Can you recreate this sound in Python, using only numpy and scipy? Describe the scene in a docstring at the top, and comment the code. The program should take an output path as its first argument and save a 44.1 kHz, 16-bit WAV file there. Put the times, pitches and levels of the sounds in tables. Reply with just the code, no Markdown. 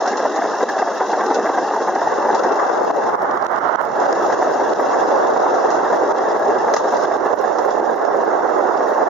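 """Steel wheels roar on rusty rails, with a beat that repeats each turn, and leaves hiss on the rail heads.
The microphone rides on board a light rail trolley along an overgrown track: bumps clank the frame
and twigs snap. The airstream buffets the two ports, and shifts between them as the microphone swings.
Shaped noise makes the roar, hiss and wind; struck or driven resonances make the clanks, snaps and pops."""
import sys
import numpy as np
from scipy import signal
from scipy.fft import rfft, irfft, next_fast_len
from scipy.io import wavfile
from scipy.ndimage import uniform_filter1d

SR = 44100
rng = np.random.default_rng(int(sys.argv[2]) if len(sys.argv) > 2 else 0)


def materialize(psi):
    """Save the field psi as 16-bit PCM at rate SR to the path in sys.argv[1].

    A 1-D psi becomes a single channel; in a 2-D psi each row is a channel.
    """
    bounded = np.clip(np.atleast_2d(psi).T, -1, 1)
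    quanta = np.round(bounded * 32767).astype(np.int16)
    wavfile.write(sys.argv[1], SR, quanta)


N = 400869
TIME = np.arange(N) / SR

# Twigs that snap or whip the frame. Each row: start in seconds, level in dB before the mix trims,
# decay of the scrape in seconds.
TWIG_HITS = [(0.076, -22.5, 0.019), (0.17, -24.5, 0.025), (0.3598, -26, 0.015), (0.688, -27, 0.017),
             (0.7866, -27.5, 0.026), (1.116, -29, 0.0088), (1.263, -25, 0.0055), (1.3442, -21, 0.016),
             (1.951, -28, .01), (2.347, -24, 0.023), (2.393, -29, 0.0066), (2.435, -25, 0.01),
             (2.466, -30, .004), (2.521, -30, .006), (2.555, -33, 0.0045), (4.001, -30, .008),
             (4.127, -23, .003), (4.264, -30, 0.0037), (4.3245, -28.5, 0.022), (5.704, -26.5, 0.032),
             (6.7382, -16, .013), (6.764, -17.5, 0.017), (6.776, -26, .016), (6.968, -27, .008),
             (7.388, -34, 0.011), (7.5854, -26.5, 0.012), (7.706, -30, 0.015), (8.05, -31, 0.011)]
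# Spectrum of the wheels' roar. Each row: frequency in Hz, relative density in dB per Hz.
ROLL_SPECTRUM = [(35, -92.5), (60, -64), (76, -52.5), (145, -51.5), (191, -17.5), (244, -9), (401, -2),
                 (475, -6.5), (677, -2.5), (754, -2), (1060, -7), (1420, -13.5), (1660, -16), (1960, -18.5),
                 (2400, -45.5), (3120, -64.5), (5280, -120)]


def amp(db):
    """Turns decibels into a factor."""
    return 10 ** (np.asarray(db) / 20)


def unit(x):
    """Scales to rms 1."""
    return x / np.sqrt(np.mean(x ** 2) + 1e-20)


def curves(rows):
    """Each column of a table over time, joined by straight lines."""
    s, *columns = np.transpose(rows)
    return [np.interp(TIME, s, c) for c in columns]


def read(points, hz):
    """A spectrum on a log-frequency axis."""
    f, value = np.transpose(points)
    return np.interp(np.log(hz + 1), np.log(f + 1), value)


def add(mix, s, sound):
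    """Mixes a sound in at time s."""
    part = mix[..., max(round(s * SR), 0):][..., :sound.shape[-1]]
    part += sound[..., :part.shape[-1]]


def held(start_s, end_s, attack_s, release_s):
    """An envelope 0-1 that rises, holds and falls."""
    rise, fall = (TIME - start_s) / attack_s, (end_s - TIME) / release_s
    return np.clip(np.minimum(rise, fall), 0, 1)


def lowpass(x, hz, order):
    """Removes the treble above hz."""
    return signal.sosfilt(signal.butter(order, min(hz, SR / 2 - 1), fs=SR, output="sos"), x)


def highpass(x, hz, order):
    """Removes the bass below hz."""
    return signal.sosfilt(signal.butter(order, min(hz, SR / 2 - 1), "high", fs=SR, output="sos"), x)


def wobble(low_hz, high_hz):
    """Slow chance, mainly between two rates, rms 1."""
    size = next_fast_len(N)
    hz = np.fft.rfftfreq(size, 1 / SR)
    band = hz / (hz + low_hz) / (1 + (hz / high_hz) ** 2)
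    return unit(irfft(rfft(rng.standard_normal(size)) * band, size)[:N])


def noise(spectrum, same, patchy_db, tilt_db=None, pivot_hz=600):
    """Two-channel noise with drifting patches in time and pitch, and an optional moving tilt."""
    frames, hz = N // 256 + 5, np.fft.rfftfreq(1024, 1 / SR)
    a, b, c, d, patches = rng.standard_normal((5, frames, len(hz)))
    patches = uniform_filter1d(patches, size=7, axis=0)
    patches = unit(uniform_filter1d(patches, size=6, axis=1))
    field_db = read(spectrum, hz) + patchy_db * patches
    if tilt_db is not None:
        tilt = tilt_db[np.linspace(0, N - 1, frames).astype(int), None]
        field_db = field_db + tilt * np.clip(np.log2((hz + 1) / pivot_hz), -1, 1.1)
        # even out the power, so that the tilt changes the colour rather than the level
        power = uniform_filter1d((amp(field_db) ** 2).sum(1), size=30)
        field_db = field_db - 10 * np.log10(power)[:, None]
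    like = np.clip(read(same, hz), -1, 1)  # left-right likeness
    left, other = a + 1j * b, c + 1j * d
    right = like * left + np.sqrt(1 - like ** 2) * other
    z = np.array([left, right]) * amp(field_db)
    return unit(signal.istft(z.transpose(0, 2, 1), nperseg=1024, noverlap=768)[1][:, :N])


def wheel_beat():
    """Lift in dB as each rough spot of the treads comes round to the rail."""
    # Rough spots. Each row: place in the turn 0-1, length in turns, lift in dB before scaling.
    tread_spots = [(.34, .05, 7), (.65, .045, 4), (.91, .05, 3.8), (.18, .03, 2.5)]
    # Strength of the beat. Each row: time in seconds, factor on the lift.
    beat_strength = [(0, 0.41), (1.9, 0.4), (3, 0.2), (5.5, 0.21), (7, 0.76), (9.09, 0.15)]
    turns = 5.28 * TIME  # turns per second
    lift_db = np.zeros(N)
    for at, length, db in tread_spots:
        from_spot = (turns - at + .5) % 1 - .5
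        lift_db += db * np.exp(-.5 * (from_spot / length) ** 2)
    return (lift_db - lift_db.mean()) * curves(beat_strength)[0] * (1 + 0.14 * wobble(0.88, 24))


def rolling(level_db, beat_db):
    """Rust and grit under the wheels shake rails and frame."""
    # Each row: frequency in Hz, left-right likeness 0-1.
    roll_likeness = [(100, 0.32), (700, 1), (2400, 0.93)]
    grit_db = 1.43 * wobble(6.8, 42)
    roar = noise(ROLL_SPECTRUM, roll_likeness, patchy_db=1.7)
    return roar * amp(level_db + beat_db + grit_db - 4.5)


def resonate(x, hz, width):
    """A resonance that follows the curve hz: shifted down to 0 Hz, smoothed twice, shifted back."""
    turn, r = np.exp(2j * np.pi * np.cumsum(hz) / SR), np.exp(-np.pi * width / SR)
    return (turn * signal.lfilter([(1 - r) ** 2], [1, -2 * r, r * r], x / turn)).real


def rumble(level_db):
    """Wheels and rails ring in lumps; each resonance wanders and swells as the contact point moves."""
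    # Each row: centre in Hz, half the filter's width setting in Hz, level in dB relative to the others.
    rail_modes = [(433.5, 51.5, -15.5), (589, 48, -16.5), (800, 53, -10.5), (1116, 66, -20.5),
                  (1628, 60, -19.5)]
    wander, swell_depth_db = 0.06, 3.5  # share of the pitch; dB per unit of chance
    out = np.zeros(N)
    for hz, width, db in rail_modes:
        path_hz = hz * (1 + wander * wobble(0.25, 6.1))
        ring = resonate(rng.standard_normal(N), path_hz, 2 * width)
        swell_db = swell_depth_db * np.minimum(wobble(2.4, 9), 1.5)
        out += amp(db) * unit(ring * amp(swell_db))
    return lowpass(highpass(out, hz=300, order=5), hz=1940, order=10) * amp(level_db)


def chatter(level_db, count=900, spread_db=4, ring_s=0.017, lift_db=-10):
    """Many loose parts of the frame tap at random, each at its own pitch."""
    t, out = TIME[:SR // 16], np.zeros(N)
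    for when, pitch, size in rng.random((count, 3)):
        hz = 330 * (1850 / 330) ** pitch  # 330-1850 Hz, even in octaves
        db = 0.78 * read(ROLL_SPECTRUM, hz) + spread_db * min(-np.log(1 - size), 2.5)
        add(out, when * N / SR, amp(db) * np.sin(2 * np.pi * hz * t) * np.exp(-t / ring_s))
    out = highpass(out, hz=290, order=6)
    return unit(lowpass(out, hz=2030, order=10)) * amp(level_db + lift_db)


def hiss(level_db, beat_db):
    """Leaves are crushed on the rail heads in uneven bursts, and swish after each twig."""
    # Each row: frequency in Hz, relative density in dB per Hz.
    leaf_spectrum = [(1800, -28.5), (2400, -22), (2700, 4), (3040, -11), (3300, -2), (3870, 0),
                     (4420, -6.5), (5490, 3.5), (6050, -0.5), (6600, 2), (7000, -3), (7600, -24),
                     (8200, -58), (10000, -47)]
    # Each row: frequency in Hz, left-right likeness 0-1.
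    leaf_likeness = [(2500, 0.85), (4000, .6), (7000, 0.25)]
    swish_db, swish_rise_s = -9.5, 0.0059  # level relative to the twig's table level
    crush_db = 1.4 * wobble(0.59, 54)
    t, swish = TIME[:SR // 3], np.zeros(N)
    for s, db, scrape_s in TWIG_HITS:
        add(swish, s, amp(db + swish_db) * (1 - np.exp(-t / swish_rise_s)) * np.exp(-t / scrape_s))
    crushed = amp(level_db + 0.54 * beat_db + 1.82)
    leaves = noise(leaf_spectrum, leaf_likeness, patchy_db=2.0)
    return leaves * np.hypot(crushed, swish) * amp(crush_db)


def wind(left_db, right_db, bright_db):
    """Each port has its own eddies; larger gusts reach both."""
    # Each row: frequency in Hz, relative density in dB per Hz before the tilt.
    wind_spectrum = [(18, -74), (30, -93), (178, -26.5), (384, 0.5), (574, 2), (814, 0), (1330, -11),
                     (1660, -18.5), (1960, -27), (2190, -32), (2400, -63), (3120, -78), (5280, -120)]
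    own_db = 1.66 * np.array([wobble(4.4, 45), wobble(9.9, 50)])
    eddies_db = own_db + 1.0 * wobble(6.3, 30)
    air = noise(wind_spectrum, [(30, 0.0094), (2400, 0.023)], patchy_db=1.0, tilt_db=bright_db)
    return air * amp(np.array([left_db, right_db]) + eddies_db + 0.53)


def wind_fizz(left_db, right_db, bright_db):
    """Air that strikes a port head-on also fizzes: treble noise that grows with the brightness."""
    fizz_spectrum = [(1500, -14), (2300, -10.5), (2750, 4), (3500, 1.5),
                     (5000, -8.5), (7000, -15.5), (8000, -37.5)]
    fizz = noise(fizz_spectrum, [(2000, 0.0014), (7000, 0.004)], patchy_db=1.0)
    return fizz * amp(np.array([left_db, right_db]) + 1.23 * bright_db - 45)


def wind_pops(left_db, right_db, bright_db):
    """Small eddies burst on each port as sharp pops, loudest when the air strikes head-on."""
    # Resonances of a port. Each row: frequency in Hz, width in Hz, level in dB.
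    port_modes = [(900, 550, -1.5), (1400, 800, -1)]
    pops_per_s, pop_db, pop_per_bright = 160, -14.5, 0.62  # level re wind; dB per dB of brightness
    t = TIME[:SR // 100]
    pop = sum(amp(db) * np.exp(-np.pi * w * t) * np.sin(2 * np.pi * f * t) for f, w, db in port_modes)
    bursts = rng.standard_normal((2, N)) * (rng.random((2, N)) < pops_per_s / SR)
    pops = signal.oaconvolve(bursts, pop[None])[:, :N]
    pops = lowpass(highpass(pops, hz=350, order=3), hz=1950, order=12)
    return unit(pops) * amp(np.array([left_db, right_db]) + pop_db + pop_per_bright * bright_db)


def flutter():
    """Slow eddies thump softly, mainly on the left port."""
    # Each row: time in seconds, level at the left port in dB.
    flutter_level = [(0, -68), (1.8, -58), (2.1, -42.5), (2.6, -57), (3.2, -40), (3.9, -41.5), (4.4, -44),
                     (7.2, -44.5), (7.7, -49.5), (9.09, -51)]
    low_spectrum = [(20, -30.0), (45, -12), (75, -11.0), (120, -3), (190, 5.5), (300, -26.5), (600, -66.0)]
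    air = noise(low_spectrum, [(20, 0.0096), (600, 0.0033)], patchy_db=1.5)
    return air * amp(curves(flutter_level)[0] + np.array([[0], [-11]]))


def ticks():
    """Faint, thin ticks, louder and softer in slow waves, over a trace of fizz in the top treble."""
    size = amp(6.5 * np.minimum(rng.exponential(1, N), 2.2))
    strikes = rng.random(N) < 130 / SR  # 130 a second on average
    waves = amp(4 * np.clip(wobble(2, 18), -2, 1))
    shared = size * strikes * waves
    sparks = shared * rng.uniform(-.3, 1, (2, N)) + .026 * rng.standard_normal((2, N))
    return amp(-63.5) * unit(highpass(sparks, hz=9000, order=7))


def judder(modes, length_s):
    """A wheel grinds over a rough spot, shaking a set of modes until it lets go."""
    t, length_s = TIME[:SR // 12], max(length_s, .004)
    grip = np.clip(np.minimum(t, length_s - t) / 0.0027, 0, 1)  # the force rises and falls in 2.7 ms
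    sound = np.zeros(len(t))
    for f, w, db in modes:
        force = grip * rng.standard_normal(len(t))
        ring = np.exp(-np.pi * w * t) * np.sin(2 * np.pi * f * t)
        sound += amp(db) * unit(signal.fftconvolve(force, ring)[:len(t)])
    return unit(sound) * np.sqrt(length_s / t[-1])  # energy of rms 1 over the contact


def note(hz, length_s):
    """The frame's note builds up while a bump lasts, drifts a little and dies away."""
    drift_share, decay_s = .04, .008
    t = TIME[:SR // 8]
    drift, phase = rng.uniform(-0.95, 1, 2)
    turns = np.cumsum(hz * (1 + drift_share * drift * np.tanh(t / length_s - .5))) / SR
    swell = (1 - np.exp(-4 * t / length_s)) * np.exp(-np.maximum(t - 0.76 * length_s, 0) / decay_s)
    return np.sqrt(2) * swell * np.sin(2 * np.pi * turns + np.pi * phase)


def knocks():
    """Bumps thump the frame at their own pitch, favour the modes near it, and rattle its loose steel."""
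    # Bumps in the track. Each row: start in seconds, length in seconds, level in dB before the parts'
    # trims, pitch of the thump in Hz, rattle of loose steel in dB relative to the level.
    bumps = [(0.068, 0.028, -21.5, 727, -6), (0.123, 0.017, -21.5, 726, -4),
             (0.188, 0.017, -17.5, 528, -10), (0.224, 0.02, -20, 496, -18), (0.246, 0.018, -12.5, 603, -22),
             (0.357, 0.028, -18, 794, -14), (0.415, 0.01, -17, 686, -7), (0.438, 0.024, -17, 665, -12),
             (0.603, 0.014, -14, 738, -13), (0.624, 0.015, -13, 500, -25), (0.682, 0.019, -22, 1726, -4),
             (0.777, 0.023, -24, 790, -3), (0.815, 0.017, -14, 760, -15), (0.87, 0.018, -18, 694, -10.5),
             (1, 0.017, -12.5, 766, -21), (1.129, 0.015, -18.5, 800, -6), (1.199, 0.02, -18, 742, -8),
             (1.222, 0.019, -18, 757, -15), (1.249, 0.027, -21.5, 445, -22), (1.3, 0.023, -13.5, 799, -19),
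             (1.352, 0.021, -15, 469, -19), (1.382, 0.015, -15, 474, -24), (1.449, 0.031, -18, 660, -8),
             (1.488, 0.013, -14, 754, -17), (1.571, 0.024, -14.5, 731, -15), (1.678, 0.012, -26, 770, -12),
             (1.734, 0.015, -17.5, 955, -13), (1.759, 0.017, -18.5, 658, -22),
             (1.8, 0.025, -18.5, 468, -16), (1.871, 0.027, -13.5, 760, -19.5),
             (1.951, 0.017, -15.5, 792, -13), (2.012, 0.015, -16, 684, -13), (2.07, 0.009, -14, 770, -27),
             (2.117, 0.027, -22, 1112, -12), (2.246, 0.017, -14.5, 797, -21), (2.283, 0.024, -13, 824, -15),
             (2.336, 0.022, -17, 810, -13), (2.43, 0.024, -13, 811, -14), (2.502, 0.024, -21, 416, -17),
             (2.587, 0.02, -19, 1174, -10), (2.899, 0.018, -20, 707, -15), (3.534, 0.025, -22, 856, -16),
             (4.014, 0.026, -17.5, 704, -16), (4.123, 0.013, -15.5, 646, -9.5),
             (4.18, 0.02, -19.5, 445, -21), (4.295, 0.016, -16, 900, -13), (4.322, 0.012, -19.5, 720, -4.5),
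             (4.414, 0.019, -13, 736, -28), (4.465, 0.021, -16.5, 637, -29),
             (4.596, 0.024, -15.5, 710, -18), (4.789, 0.017, -14.5, 643, -13),
             (4.851, 0.02, -17.5, 574, -24), (4.928, 0.022, -21, 1160, -7.5), (4.993, 0.013, -20, 820, -25),
             (5.108, 0.022, -15.5, 558, -27), (5.356, 0.018, -15.5, 771, -18),
             (5.462, 0.011, -21, 704, -18), (5.527, 0.018, -22, 592, -15), (5.637, 0.022, -16, 760, -17),
             (5.832, 0.019, -25.5, 1324, -8), (5.897, 0.016, -19.5, 495, -26), (5.92, 0.016, -16, 686, -16),
             (5.968, 0.015, -15.5, 692, -23), (6.026, 0.013, -16, 409, -29),
             (6.056, 0.021, -17.5, 477, -27), (6.273, 0.018, -18, 416, -25), (6.296, 0.023, -22, 667, -25),
             (6.349, 0.016, -16.5, 638, -17), (6.487, 0.014, -20, 410, -14),
             (6.674, 0.014, -13.5, 710, -14), (6.734, 0.0094, -15.5, 567, -13),
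             (6.764, 0.0053, -10.5, 1194, -8), (6.839, 0.021, -18, 726, -19), (6.92, 0.022, -14, 710, -25),
             (7.038, 0.016, -16.5, 698, -19), (7.108, 0.015, -15.5, 700, -17), (7.25, 0.012, -18, 690, -18),
             (7.289, 0.019, -20, 598, -25), (7.429, 0.022, -20.5, 510, -13), (7.579, 0.015, -18, 750, -15),
             (7.677, 0.021, -19.5, 775, -25), (7.794, 0.024, -23, 427, -23),
             (8.139, 0.021, -18.5, 574, -22), (8.211, 0.016, -18, 507, -30),
             (8.799, 0.019, -19.5, 680, -21), (8.975, 0.061, -20, 640, -21)]
    # Modes of the frame, then of the loose steel. Each row: frequency in Hz, width in Hz, level in dB
    # (the frame's before the focus on the thump).
    frame_modes = [(354, 250, -3), (536, 150, 1.5), (760, 120, -1.5), (936, 97, 1), (1090, 510, -2.5)]
    steel_modes = [(1170, 130, -2.5), (1654, 31, -0.5), (1600, 38, -1), (1980, 280, -1)]
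    focus_db = 11.5  # loss of a mode one octave from the thump's pitch
    judder_db, ring_db = -3, -2.5
    out = np.zeros(N)
    for s, length_s, db, centre_hz, rattle_db in bumps:
        frame = [(f, w, mode_db - focus_db * np.log2(f / centre_hz) ** 2) for f, w, mode_db in frame_modes]
        thump = amp(judder_db) * judder(frame, length_s)
        rattle = amp(rattle_db) * judder(steel_modes, length_s)
        add(out, s, amp(db) * (thump + rattle))
        add(out, s, amp(db + ring_db) * note(centre_hz, length_s))
    return lowpass(highpass(out, hz=288, order=4), hz=2000, order=10)


def strike(modes, contact_s, blow=.4):
    """A first blow and a chattering contact that dies away ring a set of modes; peak 1."""
    t = TIME[:SR // 6]
    force = rng.standard_normal(len(t)) * np.exp(-t / max(contact_s, 1 / SR))
    force = force / np.linalg.norm(force) + blow * (t == 0)
    ring = sum(amp(db) * w * np.exp(-np.pi * w * t) * np.cos(2 * np.pi * f * t) for f, w, db in modes)
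    sound = signal.fftconvolve(force, ring)[:len(t)]
    return sound / abs(sound).max()


def twigs():
    """A sharp snap with a scrape that differs at each port; no two twigs ring quite alike."""
    # Each row: frequency in Hz before the spread, width in Hz, level in dB.
    twig_modes = [(1930, 64, 10.5), (3800, 220, -11.5), (4070, 130, -0.5), (5470, 920, 4), (6600, 210, 7.5)]
    pitch_spread = 0.023  # share by which the modes differ in pitch from twig to twig
    out = np.zeros((2, N))
    for s, db, scrape_s in TWIG_HITS:
        modes = [(f * (1 + pitch_spread * rng.standard_normal()), w, mode_db) for f, w, mode_db in twig_modes]
        snap = strike(modes, contact_s=.003, blow=.7)
        scrape = np.array([strike(modes, contact_s=scrape_s, blow=0.07) for port in out])
        add(out, s, (snap + 0.66 * scrape) * amp(db + 5.0))
    return lowpass(out, hz=6610, order=14)


def all_dips(count=10):
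    """Rows of the set dips, then of shallow ones that come at random in the wind."""
    # The level dips briefly. Each row: time in seconds, depth setting in dB (about 72 % is reached).
    set_dips = [(0.286, 3.5), (0.639, 7.5), (0.832, 2.5), (2.406, 6), (2.913, 13), (3.155, 10.5), (3.38, 6),
                (3.467, 16), (3.588, 12), (3.759, 21), (4.069, 6), (4.13, 6), (6.372, 4.5), (6.98, 3.5),
                (4.736, 9), (6.123, 10), (6.747, 7), (6.772, 7), (7.059, 4), (7.169, 9), (7.343, 6.5),
                (7.945, 5)]
    shallow_db, windy_from_s = 4.5, 1.9  # the same depth setting; start of the random dips
    places = (np.arange(count) + rng.random(count)) / count
    times = windy_from_s + (N / SR - windy_from_s) * places
    return set_dips + [(s, shallow_db) for s in times]


def gusts(rows):
    """Lift in dB of the wind as it builds up to each dip."""
    gust_db, rise_s = 2.5, 0.019
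    t, lift_db = TIME[:SR // 8], np.zeros(N)
    for s, depth_db in rows:
        add(lift_db, s - t[-1], gust_db * np.exp((t - t[-1]) / rise_s))
    return lift_db


def dips(rows):
    """A gain that drops within milliseconds and swells back."""
    fall_s, recover_s = 0.0021, 0.022
    t, down_db = TIME[:SR // 3], np.zeros(N)
    for s, depth_db in rows:
        add(down_db, s, depth_db * np.exp(-t / recover_s) * (1 - np.exp(-t / fall_s)))
    return amp(-0.51 - down_db)


def dry_ticks():
    """Dry ticks, very short, with no ring, many of them as the level dips."""
    # Each row: time in seconds, level in dB before the trim and filters.
    tick_rows = [(2.911, -34), (3.154, -30), (3.221, -32), (3.312, -28), (3.374, -30), (3.425, -28),
                 (3.448, -34), (3.467, -26), (3.562, -27), (3.587, -32), (3.759, -26), (3.815, -34),
                 (3.853, -29), (3.873, -33), (4.735, -23), (6.122, -39), (6.946, -29), (7.169, -36)]
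    out = np.zeros((2, N))
    for s, db in tick_rows:
        tick = unit(rng.standard_normal((2, 64)) * np.hanning(64))
        add(out, s - .001, tick * amp(db - 1))
    return lowpass(highpass(out, hz=3020, order=3), hz=6800, order=14)


def brush():
    """Leaves of a branch rattle against the frame, harder as it bends, until it slips off."""
    # Each row: frequency in Hz, relative density in dB per Hz.
    branch_spectrum = [(2400, -26), (2750, -5), (3100, -7), (3800, 1), (4500, -6), (5500, 3), (6500, 1),
                       (7000, -3), (7600, -28), (8200, -60)]
    start_s, end_s, edge_s = 6.76, 7.06, .003
    end_db, rise_db_per_s = -40, 29
    contact = held(start_s, end_s, edge_s, edge_s)
    bend_db = rise_db_per_s * np.clip(TIME - end_s, -1, 0)
    leaves = noise(branch_spectrum, [(2500, .5), (7000, .2)], patchy_db=3.0)
    return leaves * contact * amp(end_db + bend_db + 1.9 * wobble(25, 164))


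def scene():
    """Trolley, foliage and airstream at the two ports."""
    # Roughness of the track. Each row: time in seconds, rolling level in dB before the layers' trims.
    track_level = [(0, -17.5), (.9, -18.5), (1.35, -17.5), (2.1, -18), (2.35, -16), (2.65, -19), (3.1, -19),
                   (4.2, -18), (5.3, -20), (6.5, -18), (7.8, -22), (9.09, -19)]
    # Leaves on the rails. Each row: time in seconds, hiss level in dB before the trim.
    leaf_level = [(0, -40.5), (2.1, -42.5), (2.9, -45.5), (4.1, -42.5), (5.5, -44), (6.8, -45.5),
                  (8.2, -49.5), (9.09, -47.5)]
    # The airstream as the microphone swings round. Each row: time in seconds, left port in dB,
    # right port in dB (both before the layers' trims), brightness in dB per octave.
    airstream = [(0, -31.5, -45.5, -6), (1.87, -28.5, -43, -8), (2.08, -26, -24, 3.5), (2.38, -22, -25, -2),
                 (2.62, -19, -20.5, 6), (2.97, -18, -22, -3.5), (3.22, -22.5, -17.5, 8),
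                 (3.45, -26.5, -17.5, 9.5), (3.69, -32, -14.5, 13), (3.8, -44, -13.5, 11),
                 (3.92, -35, -23, 5), (4.02, -18.5, -15.5, 2), (4.45, -21, -20, -1.5),
                 (4.7, -21, -18.5, -0.5), (5.2, -17, -15, 1.5), (6.2, -21.5, -18.5, 0),
                 (6.85, -19, -18.5, 0), (7.2, -30, -16, 0.5), (7.95, -24, -16.5, -1.5),
                 (8.55, -23.5, -15, 1.5), (9.09, -23, -17, 0.5)]
    # roar, ringing and hiss recede for a moment while the microphone points sideways
    lull = held(start_s=3.07, end_s=4.02, attack_s=0.1, release_s=0.14)
    roll_db = curves(track_level)[0] - 2.5 * lull
    ring_db = roll_db - 4 * lull  # the ringing parts recede further than the roar
    hiss_db = curves(leaf_level)[0] - 9 * lull
    beat_db, dip_rows = wheel_beat(), all_dips()
    trolley = rolling(roll_db, beat_db) + rumble(ring_db + .5 * beat_db)
    trolley = trolley + chatter(ring_db + beat_db) + knocks()
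    foliage = hiss(hiss_db, beat_db) + twigs() + brush()
    ports = curves(airstream)
    air = wind(*ports) + wind_fizz(*ports) + wind_pops(*ports)
    air = air * amp(gusts(dip_rows)) + flutter()
    return (trolley + foliage + air) * dips(dip_rows) + ticks() + dry_ticks()


def limiter(x, ceiling_db, recover_db_per_s):
    """Turns both channels down at once on a peak, then lets them back up."""
    over_db = np.maximum(20 * np.log10(abs(x).max(0) + 1e-9) - ceiling_db, 0)
    fall = recover_db_per_s * TIME
    return x / amp(uniform_filter1d(np.maximum.accumulate(over_db + fall) - fall, size=24))


def record(dry):
    """Limiter, wind filter and band limit, with soft ends."""
    limited = limiter(dry, ceiling_db=-3.5, recover_db_per_s=150)
    thin = highpass(limited, hz=78, order=3) * signal.windows.tukey(N, .002)
    band_limit = signal.firwin(511, 15900, window=("kaiser", 9), fs=SR)  # treble edge in Hz
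    return signal.oaconvolve(thin, band_limit[None], "same")


dry = scene()
out = record(dry)
materialize(out)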